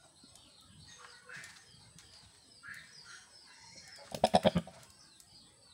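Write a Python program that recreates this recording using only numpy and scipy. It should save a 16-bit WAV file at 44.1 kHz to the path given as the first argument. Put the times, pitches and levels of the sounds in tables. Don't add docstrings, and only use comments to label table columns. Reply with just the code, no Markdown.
import sys
import numpy as np
from scipy import signal
from scipy.fft import rfft, irfft
from scipy.io import wavfile
from scipy.ndimage import uniform_filter1d

SR = 44100
rng = np.random.default_rng(int(sys.argv[2]) if len(sys.argv) > 2 else 0)


def int16_out(signal):
    q = np.round(np.clip(np.atleast_2d(signal).T, -1, 1) * 32767)
    wavfile.write(sys.argv[1], SR, q.astype(np.int16))


N = 252693
TIME = np.arange(N) / SR


def amp(db):
    return 10 ** (np.asarray(db) / 20)


def unit(x):
    return x / np.sqrt(np.mean(x ** 2) + 1e-20)


def read(points, hz):
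    f, value = np.transpose(points)
    return np.interp(np.log(hz + 1), np.log(f + 1), value)


def add(mix, s, sound):
    part = mix[max(round(s * SR), 0):][:len(sound)]
    part += sound[:len(part)]


def colour(x, points):
    gain = amp(read(points, np.fft.rfftfreq(len(x), 1 / SR)))
    return unit(irfft(rfft(x) * gain, len(x)))


def drift(size, hz):
    rolloff = 1 + (np.fft.rfftfreq(SR, 1 / SR) / hz) ** 4
    wander = unit(irfft(rfft(rng.standard_normal(SR)) / rolloff, SR))
    return wander[np.arange(size) % SR]


def resonate(x, hz, width):
    turn = np.exp(2j * np.pi * np.cumsum(hz * np.ones(len(x))) / SR)
    r = np.exp(-np.pi * width / SR)
    return 2 * (turn * signal.lfilter([1 - r], [1, -r], x / turn + 1e-18)).real


def through(x, modes):
    return sum(amp(db) * resonate(resonate(x, hz, 0.89 * width), hz, 0.81 * width)
               for hz, width, db in modes)


def band(x, hz, spread, order=2):
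    sos = signal.butter(order, [hz / spread, hz * spread], "band", fs=SR, output="sos")
    return signal.sosfilt(sos, x)


def swell(start, rise, fall):
    t = TIME - start
    attack = np.sin(np.pi / 2 * np.clip(t / rise, 0, 1)) ** 0.94
    return attack * np.exp(-(np.maximum(t - rise, 0) / fall) ** 2)


def knocks(rows, spread):
    out, t = np.zeros(N), np.arange(SR // 3) / SR
    for s, db, hz, decay in rows:
        burst = unit(band(rng.standard_normal(len(t)), hz, spread))
        add(out, s, amp(db) * burst * np.exp(-t / decay) * (1 - np.exp(-t * hz)))
    return out


def distant_air():
    # frequency in Hz, relative level in dB.
    air_colour = [(18, -51.5), (30, 4.5), (98, 4), (508, -6.5), (928, -6), (2320, -16), (3530, -12.5),
                  (4350, -7.5), (7350, -20), (8160, -12), (9060, -20.5), (10300, -19.5), (11800, -28.5),
                  (13400, -22.5), (15700, -24)]
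    hz, _, z = signal.stft(colour(rng.standard_normal(N), air_colour), SR, nperseg=2048, noverlap=1536)
    patches = uniform_filter1d(rng.standard_normal(z.shape), size=5, axis=0)
    patches = unit(uniform_filter1d(patches, size=10, axis=1))
    depth_db = read([(100, 4.4), (500, 5.3), (2500, 7.06), (7000, 4.9), (12000, 2.6)], hz)[:, None]
    patchy = signal.istft(z * amp(depth_db * patches), SR, nperseg=2048, noverlap=1536)[1][:N]
    return amp(-65) * unit(patchy) * amp(1.3 * drift(N, 6))


def breeze():
    # time in seconds, level in dB.
    breeze_level = [(0, -73.5), (.9, -69.5), (2.1, -76.5), (3.4, -79.5), (4.3, -67.5), (5.73, -83.5)]
    gust_db, gust_hz = -6, 2.1
    rumble = unit(band(rng.standard_normal(N), 115, 1.735, order=3))
    return rumble * amp(np.interp(TIME, *np.transpose(breeze_level)) + gust_db * drift(N, gust_hz))


def insects():
    # centre in Hz, width in Hz of each of two passes, level in dB.
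    insect_bands = [(8060, 43.9, -71.5), (8180, 75, -74.5), (8410, 123.4, -75.5)]
    rasper_hz, rasper_width_hz, rasper_db = 10160, 1400, -77
    pulse_db, pulse_hz = 3, 45
    trill = np.zeros(N)
    for hz, width, db in insect_bands:
        trill += amp(db) * unit(resonate(resonate(rng.standard_normal(N), hz, width), hz, width))
    rasper = through(rng.standard_normal(N), [(rasper_hz, rasper_width_hz, 0)])
    return trill + amp(rasper_db) * unit(rasper * amp(pulse_db * drift(N, pulse_hz)))


def grove():
    return distant_air() + breeze() + insects()


def hooves():
    # start in seconds, relative level in dB, centre in Hz,
    # decay in seconds.
    thuds = [(.03, -77.5, 730, 0.057), (.235, -55, 244, 0.0049), (1.045, -55.5, 1320, 0.0067),
             (1.36, -62.5, 126, 0.03), (1.86, -60.5, 99, 0.024), (1.955, -46.5, 117, 0.0053),
             (2.225, -61.5, 90, 0.026), (2.68, -67.5, 135, 0.045), (3.755, -66.5, 404, 0.011),
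             (4.075, -61, 1290, 0.0068), (4.152, -49, 118, 0.016), (4.21, -56.5, 114, 0.023),
             (4.172, -49, 443, 0.0048)]
    # start in seconds, rise and fall in seconds, level in dB.
    scuffs = [(.84, 0.088, 0.23, -62), (1.31, 0.11, 0.21, -56), (1.983, 0.0031, 0.034, -54),
              (2.1, 0.051, 0.28, -67.5), (2.71, 0.023, 0.39, -64.5), (4.03, 0.041, 0.039, -59.5),
              (4.45, 0.026, 0.094, -56), (4.68, .14, 0.034, -59)]
    # frequency in Hz, relative level in dB.
    scuff_colour = [(180, -44), (400, -26), (1000, -2.5), (1850, -0.5), (2820, -5.5), (4120, 0.5),
                    (6500, -6), (10000, -14), (12500, -19.5), (15000, -22)]
    # start in seconds, relative level in dB, centre in Hz.
    ticks = [(0.3553, -38.5, 6640), (0.61, -48, 10000), (1.439, -33.5, 6400), (1.487, -58, 6800),
             (1.986, -38, 5800), (2.136, -44, 4470), (2.743, -40, 8400), (3.8772, -42, 6860),
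             (3.9608, -41.5, 7000), (4.1123, -40.5, 6800), (4.579, -40, 7630), (4.833, -40, 9000),
             (4.903, -43, 7500), (5.2015, -37.5, 7760)]
    tick_decay_s = 0.003
    grains = (rng.random(N) < 900 / SR) * rng.choice([-1., 1.], N)
    grains = grains * amp(2.1 * np.minimum(rng.exponential(1, N), 4))
    grit = (grains + 0.28 * rng.standard_normal(N)) * amp(2.74 * drift(N, 32.04))
    drag = sum(amp(db) * swell(start, rise, fall) for start, rise, fall, db in scuffs)
    snaps = [(s, db, hz, tick_decay_s) for s, db, hz in ticks]
    return amp(13.5) * knocks(thuds, 1.35) + colour(grit, scuff_colour) * drag + amp(-5) * knocks(snaps, 1.7)


def tone(hz, flutter):
    phase = 2 * np.pi * np.cumsum(hz * (1 + flutter * drift(len(hz), 260))) / SR
    return unit(amp(3.9 * drift(len(hz), 45)) * np.sin(phase))


def slur(s, db, hz, glide, drop, flutter):
    hold_s, fall_s = .11, .09
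    buzz = .04
    t = np.arange(-hold_s, fall_s, 1 / SR)
    held, fallen = np.maximum(-t / hold_s, 0), np.maximum(t / fall_s, 0)
    pitch = 1 - glide * held - drop * fallen ** 0.82
    shape = amp(-11 * held ** 0.98 - 11 * fallen ** 2) * signal.windows.tukey(len(t), .2)
    return s + t[0], amp(db) * shape * tone(hz * pitch, flutter + buzz * fallen)


def note(s, db, hz, length, glide, flutter):
    u = np.linspace(0, 1, round(length * SR))
    return s, amp(db) * signal.windows.tukey(len(u), .4) * tone(hz * (1 + glide * u), flutter)


def birds():
    whistles = [(0.229, -61.5, 4250, .03, 0.15, 0.051), (0.399, -66, 3710, -.04, 0.27, 0.047),
                (.55, -61.5, 4236, .03, 0.16, 0.055), (.66, -71, 3760, -.02, 0.28, 0.0494),
                (1.092, -60.5, 4990, -.04, 0.27, .04), (1.7, -62.5, 5100, -.02, 0.21, 0.0079),
                (1.798, -65.5, 4520, 0, .2, 0.056), (2.118, -60, 4840, -.02, 0.12, 0.043),
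                (2.2, -65, 4190, -.04, 0.14, .04), (2.42, -67, 4170, -0.045, 0.09, .011),
                (2.535, -60, 5170, .035, 0.16, 0.0077), (2.75, -60, 4280, -.03, 0.2, 0.05),
                (2.95, -56.5, 5200, .035, 0.14, 0.013), (3.08, -60.5, 4460, -.04, .22, 0.0095),
                (3.387, -57, 5200, 0, 0.17, 0.0096), (3.47, -64, 4370, -.06, .14, 0.0094),
                (3.851, -68, 4330, .02, 0.15, 0.0089), (3.941, -55, 5270, .01, .2, 0.0089),
                (4.48, -60, 5140, .02, .2, 0.027), (4.901, -67.5, 5020, 0, 0.19, 0.018),
                (5, -62, 5360, 0, 0.21, 0.019), (5.114, -64, 4200, -.14, 0.18, 0.0078),
                (5.365, -61, 4880, -.05, 0.19, 0.0087), (5.346, -62, 4600, 0, 0.21, 0.0058),
                (5.665, -62, 4520, -.035, 0.22, 0.0085)]
    notes = [(0.346, -69, 3180, 0.14, -0.12, 0.044), (.68, -68, 3160, 0.096, -0.072, 0.05),
             (0.771, -60, 3896, 0.13, 0.16, 0.075), (0.873, -59.5, 6490, 0.1, -0.013, 0.013),
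             (.87, -64, 1900, 0.095, -0.029, 0.011), (0.876, -61, 3880, 0.087, -0.051, 0.03),
             (.93, -66, 500.6, .22, -0.043, 0.047), (0.995, -68.5, 3005, 0.11, -0.016, 0.048),
             (1.11, -63, 1486, 0.13, -0.022, 0.0081), (1.116, -65.5, 2000, 0.088, -0.073, 0.046),
             (1.109, -66.5, 956, 0.053, -0.054, 0.036), (1.208, -66, 1155, 0.12, -0.13, 0.024),
             (1.24, -63.5, 501, 0.093, -0.0078, 0.012), (1.268, -63.5, 2614, 0.108, -0.034, 0.017),
             (1.569, -66.5, 6500, 0.031, -0.034, 0.016), (1.667, -66.5, 3110, 0.09, .02, 0.027),
             (2.029, -68, 3190, 0.072, -0.02, 0.034), (2.919, -60, 5730, 0.043, 0.0066, 0.01),
             (4.99, -64, 6090, 0.03, -0.03, .01), (5.38, -71, 3190, 0.13, 0.079, 0.03)]
    clear, hazy = np.zeros(N), np.zeros(N)
    for voice, rows in ((slur, whistles), (note, notes)):
        for row in rows:
            s, call = voice(*row)
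            flutter = row[-1]
            haze = np.clip(flutter / 0.025, 0, .8)
            add(clear, s, np.sqrt(1 - haze) * call)
            add(hazy, s, np.sqrt(haze) * call)
    return clear + amp(0.5) * nearby(hazy, decay=0.029)


def snorts():
    # start in seconds, rise and fall in seconds, relative level in dB,
    # nostril resonance in Hz when slack, then when tight.
    snort_rows = [(.981, 0.032, 0.063, -54, 1100, 1420), (1.264, 0.099, 0.076, -46.5, 1350, 1840),
                  (2.625, 0.064, 0.089, -46, 1324, 1885), (3.038, 0.089, 0.039, -51.5, 1370, 1625),
                  (3.45, 0.07, 0.064, -61.5, 1460, 1760), (3.8, 0.087, 0.1, -57.5, 1770, 1780)]
    # centre in Hz, width setting in Hz, relative level in dB.
    streaks = [(1422, 40, 3), (1679, 79, -1), (1835, 56, 5.5), (2020, 43, -2.5), (2305, 34, 4)]
    streaks_db = -3
    tighten_s = .11
    slack_width_hz, tight_width_hz = 230, 580
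    out = np.zeros(N)
    for start, rise, fall, db, slack_hz, tight_hz in snort_rows:
        part = slice(round(start * SR), round((start + 0.47) * SR))
        tight = np.clip((TIME[part] - start) / tighten_s, 0, 1)
        hz = slack_hz + (tight_hz - slack_hz) * tight
        air = rng.standard_normal(len(hz)) * amp(0.83 * drift(len(hz), 73))
        slack_jet = unit(through(air, [(hz, slack_width_hz, 0)]))
        tight_jet = unit(through(air, [(hz, tight_width_hz, 0)]))
        jet = (1 - tight) * slack_jet + tight * tight_jet
        streaked = unit(band(jet, 1810, 1.6, order=3)) + amp(streaks_db) * unit(through(jet, streaks))
        steady = streaked / np.sqrt(uniform_filter1d(streaked ** 2, SR // 20))
        out[part] += amp(db) * steady * swell(start, rise, fall)[part]
    return out


def sniffs():
    # start in seconds, rise and fall in seconds, relative level in dB.
    sniff_rows = [(3.037, 0.12, 0.058, -56.5), (3.42, 0.37, 0.081, -57.5)]
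    # centre in Hz, width setting in Hz, relative level in dB.
    nose_modes = [
        [(3170, 420, 1.5), (4370, 1400, -4.5), (5620, 610, 1.5), (6370, 450, 0.5), (8600, 2000, -9.5)],
        [(4277, 100, -7.5), (5400, 1050, -11.5), (6800, 110, -13.5)],
    ]
    out = np.zeros(N)
    for (start, rise, fall, db), modes in zip(sniff_rows, nose_modes):
        part = slice(round(start * SR), round((start + 1.1) * SR))
        air = rng.standard_normal(len(TIME[part]))
        hiss = amp(db + 2 * drift(len(air), 30)) * unit(through(air, modes))
        out[part] += hiss * swell(start, rise, fall)[part]
    return out


def wheeze():
    # time in seconds, low tone in Hz, its relative level in dB, high tone in Hz, its level in dB.
    wheeze_path = [(3.43, 1050, -88, 2130, -90), (3.47, 1028, -62.5, 2100, -69),
                   (3.551, 936, -70.5, 2010, -65), (3.68, 916, -63, 2107, -65), (3.79, 860, -92, 2210, -65),
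                   (3.889, 770, -63, 2140, -65.5), (3.95, 790, -89, 2210, -71)]
    low_width_hz, high_width_hz = 76, 180
    waver = .015
    out = np.zeros(N)
    times, low_hz, low_db, high_hz, high_db = np.transpose(wheeze_path)
    t = np.arange(times[0], times[-1], 1 / SR)
    for hz, db, width in ((low_hz, low_db, low_width_hz), (high_hz, high_db, high_width_hz)):
        pitch = np.interp(t, times, hz) * (1 + waver * drift(len(t), 25))
        breath = unit(through(rng.standard_normal(len(t)), [(pitch, width, 0)]))
        add(out, times[0], amp(np.interp(t, times, db)) * breath)
    return out


def huffs():
    # start in seconds, rise and fall in seconds, relative level in dB.
    huff_rows = [(3.974, 0.019, 0.068, -53.5), (4.705, 0.056, 0.064, -56.5)]
    # centre in Hz, width setting in Hz, relative level in dB.
    huff_modes = [(632, 220, 5), (836, 140, 2.5), (1340, 380, -6), (2170, 280, -9.5)]
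    air = through(rng.standard_normal(N), huff_modes)
    puffs = sum(amp(db) * swell(start, rise, fall) for start, rise, fall, db in huff_rows)
    return unit(air * amp(1.1 * drift(N, 45))) * puffs


def beats(turns):
    return np.diff(np.floor(np.maximum.accumulate(turns)), prepend=np.floor(turns[0]))


def pop(hz):
    length_s, glide = .0098, 0.38
    u = np.linspace(0, 1, round(length_s * SR))
    return np.sin(np.pi * u) * np.sin(2 * np.pi * np.cumsum(hz * (1 + glide * (u - .5))) / SR)


def rattle(size):
    per_s = 420
    turns = np.cumsum(per_s * np.exp(.5 * drift(size, 200))) / SR
    return unit(np.diff(np.floor(turns), prepend=0) * amp(1.1 * rng.standard_normal(size)))


def loudest(x):
    return x / np.sqrt(uniform_filter1d(x ** 2, SR // 50).max())


def syllable(peak, rise, fall, flap_hz, hum_hz, mouth_db, mouth_hz, hum_db, rasp_db, top_hz, throat, nasal_db):
    # lag as a share of the flap, relative level in dB.
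    slap_rows = [(0.171, -3.5), (.53, 0)]
    # centre in Hz, width setting in Hz, relative level in dB.
    throat_modes = [(1753, 500, -1), (2457, 560, -1), (3410, 590, 7.5), (3756, 240, 5), (5140, 370, 7),
                    (8800, 2600, -8.5), (13800, 4600, -21)]
    slap_jitter = .04
    spatter_s, spatter_db, rattle_db = .0012, -8, -9
    throat_lift, throat_wobble = 0.03, 0.007
    t = np.arange(-round(0.04 * SR), round(.09 * SR)) / SR
    size = len(t)

    def effort(lag):
        return np.exp(-(np.where(t < lag, (t - lag) / rise, (t - lag) / fall)) ** 2)

    turns = flap_hz * t + 0.02 * drift(size, 70.35) * np.minimum(abs(t) * flap_hz, 1)
    flaps = beats(turns) * effort(0)
    mouth = loudest(signal.fftconvolve(flaps, pop(mouth_hz))[:size])
    mouth += amp(-11.0) * loudest(band(flaps, 860, 1.085))
    mouth += amp(-11.5) * loudest(band(flaps, 539, 1.09))
    mouth += amp(-19.5) * loudest(band(flaps, 395, 1.09))
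    mouth = signal.sosfilt(signal.butter(4, 1150, fs=SR, output="sos"), mouth)

    hum = 2 * np.pi * (hum_hz * t + 0.082 * drift(size, 60))
    chest = np.sin(hum) + amp(-11.5) * np.sin(hum / 2) + amp(-15) * np.sin(2 * hum)
    chest = loudest(chest * effort(0.0018))
    chest += amp(-14.0) * loudest(resonate(resonate(chest, 217, 22), 229, 60))
    chest += amp(nasal_db) * loudest(band(flaps, 1195, 1.05))

    slaps = np.zeros(size)
    for lag, db in slap_rows:
        slaps += amp(db) * beats(turns - lag + slap_jitter * drift(size, 110))
    spray = signal.lfilter([1], [1, -np.exp(-1 / (spatter_s * SR))], slaps)
    spatter = unit(spray * rng.standard_normal(size))
    strikes = unit(slaps) + amp(spatter_db) * spatter + amp(rattle_db) * rattle(size)
    shift = throat * (1 + throat_lift * (effort(0.0099) - .7) + throat_wobble * drift(size, 90))
    shifted_modes = [(hz * shift, width, db) for hz, width, db in throat_modes]
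    rasp = loudest(through(strikes * effort(0.0074) ** 2, shifted_modes))
    rasp += amp(-9.5) * loudest(band(strikes * effort(0), 1950, 1.78))
    rasp = loudest(signal.sosfilt(signal.butter(8, top_hz, fs=SR, output="sos"), rasp))
    return peak + t[0], amp(mouth_db) * mouth + amp(hum_db) * chest + amp(rasp_db) * rasp


def bleat():
    # peak of the effort in seconds, rise and fall in seconds, flap rate in Hz, hum pitch in Hz,
    # mouth level in dB, chest hum level in dB, mouth opening from 0 to 1, throat pitch as a ratio,
    # extra rasp in dB.
    syllables = [(4.117, .002, 0.013, 95, 192, -47.5, -55.5, 1, 0.94, 2.5),
                 (4.143, 0.00063, 0.0063, 90, 165, -38.5, -42, 0.04, 0.94, -4),
                 (4.2368, 0.0021, 0.013, 91.7, 206, -23, -33, 0.86, 0.99, 2.5),
                 (4.349, 0.01, 0.018, 80.55, 198.8, -22, -27.5, .95, 1.01, 0.5),
                 (4.4669, 0.018, .0095, 90.55, 194.7, -23, -26.5, 0.23, 0.956, 0.5),
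                 (4.5666, 0.012, 0.018, 88.6, 176.4, -37.5, -26, 0.02, 0.91, -2),
                 (4.672, 0.0067, 0.022, 95.2, 176, -48.5, -52, 0.9, 1.07, -5)]
    shut_hz, open_hz = 567, 713
    rasp_shut_hz, rasp_open_hz = 2890, 14100
    full_db, full_rasp_db, rasp_growth = -21.5, -30.5, 1.04
    nasal_shut_db, nasal_open_db = -19.5, -34.5
    out = np.zeros(N)
    for peak, rise, fall, flap_hz, hum_hz, mouth_db, hum_db, opening, throat, bite_db in syllables:
        mouth_hz = shut_hz + (open_hz - shut_hz) * opening
        top_hz = rasp_shut_hz * (rasp_open_hz / rasp_shut_hz) ** opening
        rasp_db = full_rasp_db + bite_db + rasp_growth * ((mouth_db + hum_db) / 2 - full_db)
        nasal_db = nasal_shut_db + (nasal_open_db - nasal_shut_db) * opening
        add(out, *syllable(peak, rise, fall, flap_hz, hum_hz, mouth_db, mouth_hz, hum_db,
                           rasp_db, top_hz, throat, nasal_db))
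    return out


def smacks():
    # start in seconds, relative level in dB, centre in Hz.
    smack_rows = [(4.146, -35.5, 3940), (4.267, -33.5, 3600), (4.3361, -39, 1500), (4.431, -41, 1720),
                  (4.434, -45, 5900), (4.4455, -42, 1100)]
    decay_cycles, typical_hz = 11.9, 4200
    spit_db, spit_db_per_octave, spit_hz, spit_decay_s = -6.5, 6.5, 12000, 0.0053
    clicks, spray = [], []
    for s, db, hz in smack_rows:
        clicks.append((s, db, hz, decay_cycles / hz))
        spray_db = db + spit_db + spit_db_per_octave * np.log2(hz / typical_hz)
        spray.append((s, spray_db, spit_hz, spit_decay_s))
    return amp(2.0) * (knocks(clicks, 1.63) + knocks(spray, 1.3))


def ground(x, delay=.0073, share=.85):
    return (x + share * np.interp(TIME - delay, TIME, x, left=0)) / np.hypot(1, share)


def nearby(x, decay=0.021):
    t = np.arange(SR // 8) / SR
    taps = rng.choice([-1., 1.], len(t)) * (rng.random(len(t)) < 900 / SR)
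    taps = taps * (t > .007) * np.exp(-t / decay)
    return signal.fftconvolve(x, taps / np.linalg.norm(taps))[:N]


def yard(x, delay=0.014):
    # frequency in Hz, time to fall by 60 dB in seconds.
    yard_decay = [(100, 0.22), (250, 0.53), (700, 0.12), (1700, 0.7), (4500, 0.47), (12000, 1)]
    taps = rng.choice([-1., 1.], SR) * (rng.random(SR) < 1800 / SR) * (np.arange(SR) > delay * SR)
    hz, t, z = signal.stft(taps, SR, nperseg=256)
    tail = signal.istft(z * amp(-60 * t / read(yard_decay, hz)[:, None]), SR, nperseg=256)[1]
    return signal.fftconvolve(x, tail / np.linalg.norm(tail))[:N]


def scene():
    song = birds()
    contacts = smacks() + hooves()
    nose = ground(snorts() + sniffs() + huffs()) + wheeze()
    voice = bleat()
    direct = voice + amp(-1.0) * nose + contacts + song
    early = nearby(amp(-20) * voice + amp(-9.0) * contacts)
    late = yard(amp(-13.0) * voice + amp(-2.0) * nose + amp(-12) * contacts + amp(-6.5) * song)
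    return (direct + early + late + grove())[None]


def record(dry):
    # frequency in Hz, gain in dB.
    microphone = [(25, -27), (50, -4.5), (80, -1), (10500, 0), (12800, -13), (15200, -0.5)]
    edge_hz = 15800
    heard = irfft(rfft(dry) * amp(read(microphone, np.fft.rfftfreq(N, 1 / SR))), N)
    lowpass = signal.firwin(511, edge_hz, window=("kaiser", 9), fs=SR)
    return signal.oaconvolve(heard, lowpass[None], "same")


dry = scene()
out = record(dry)
int16_out(out)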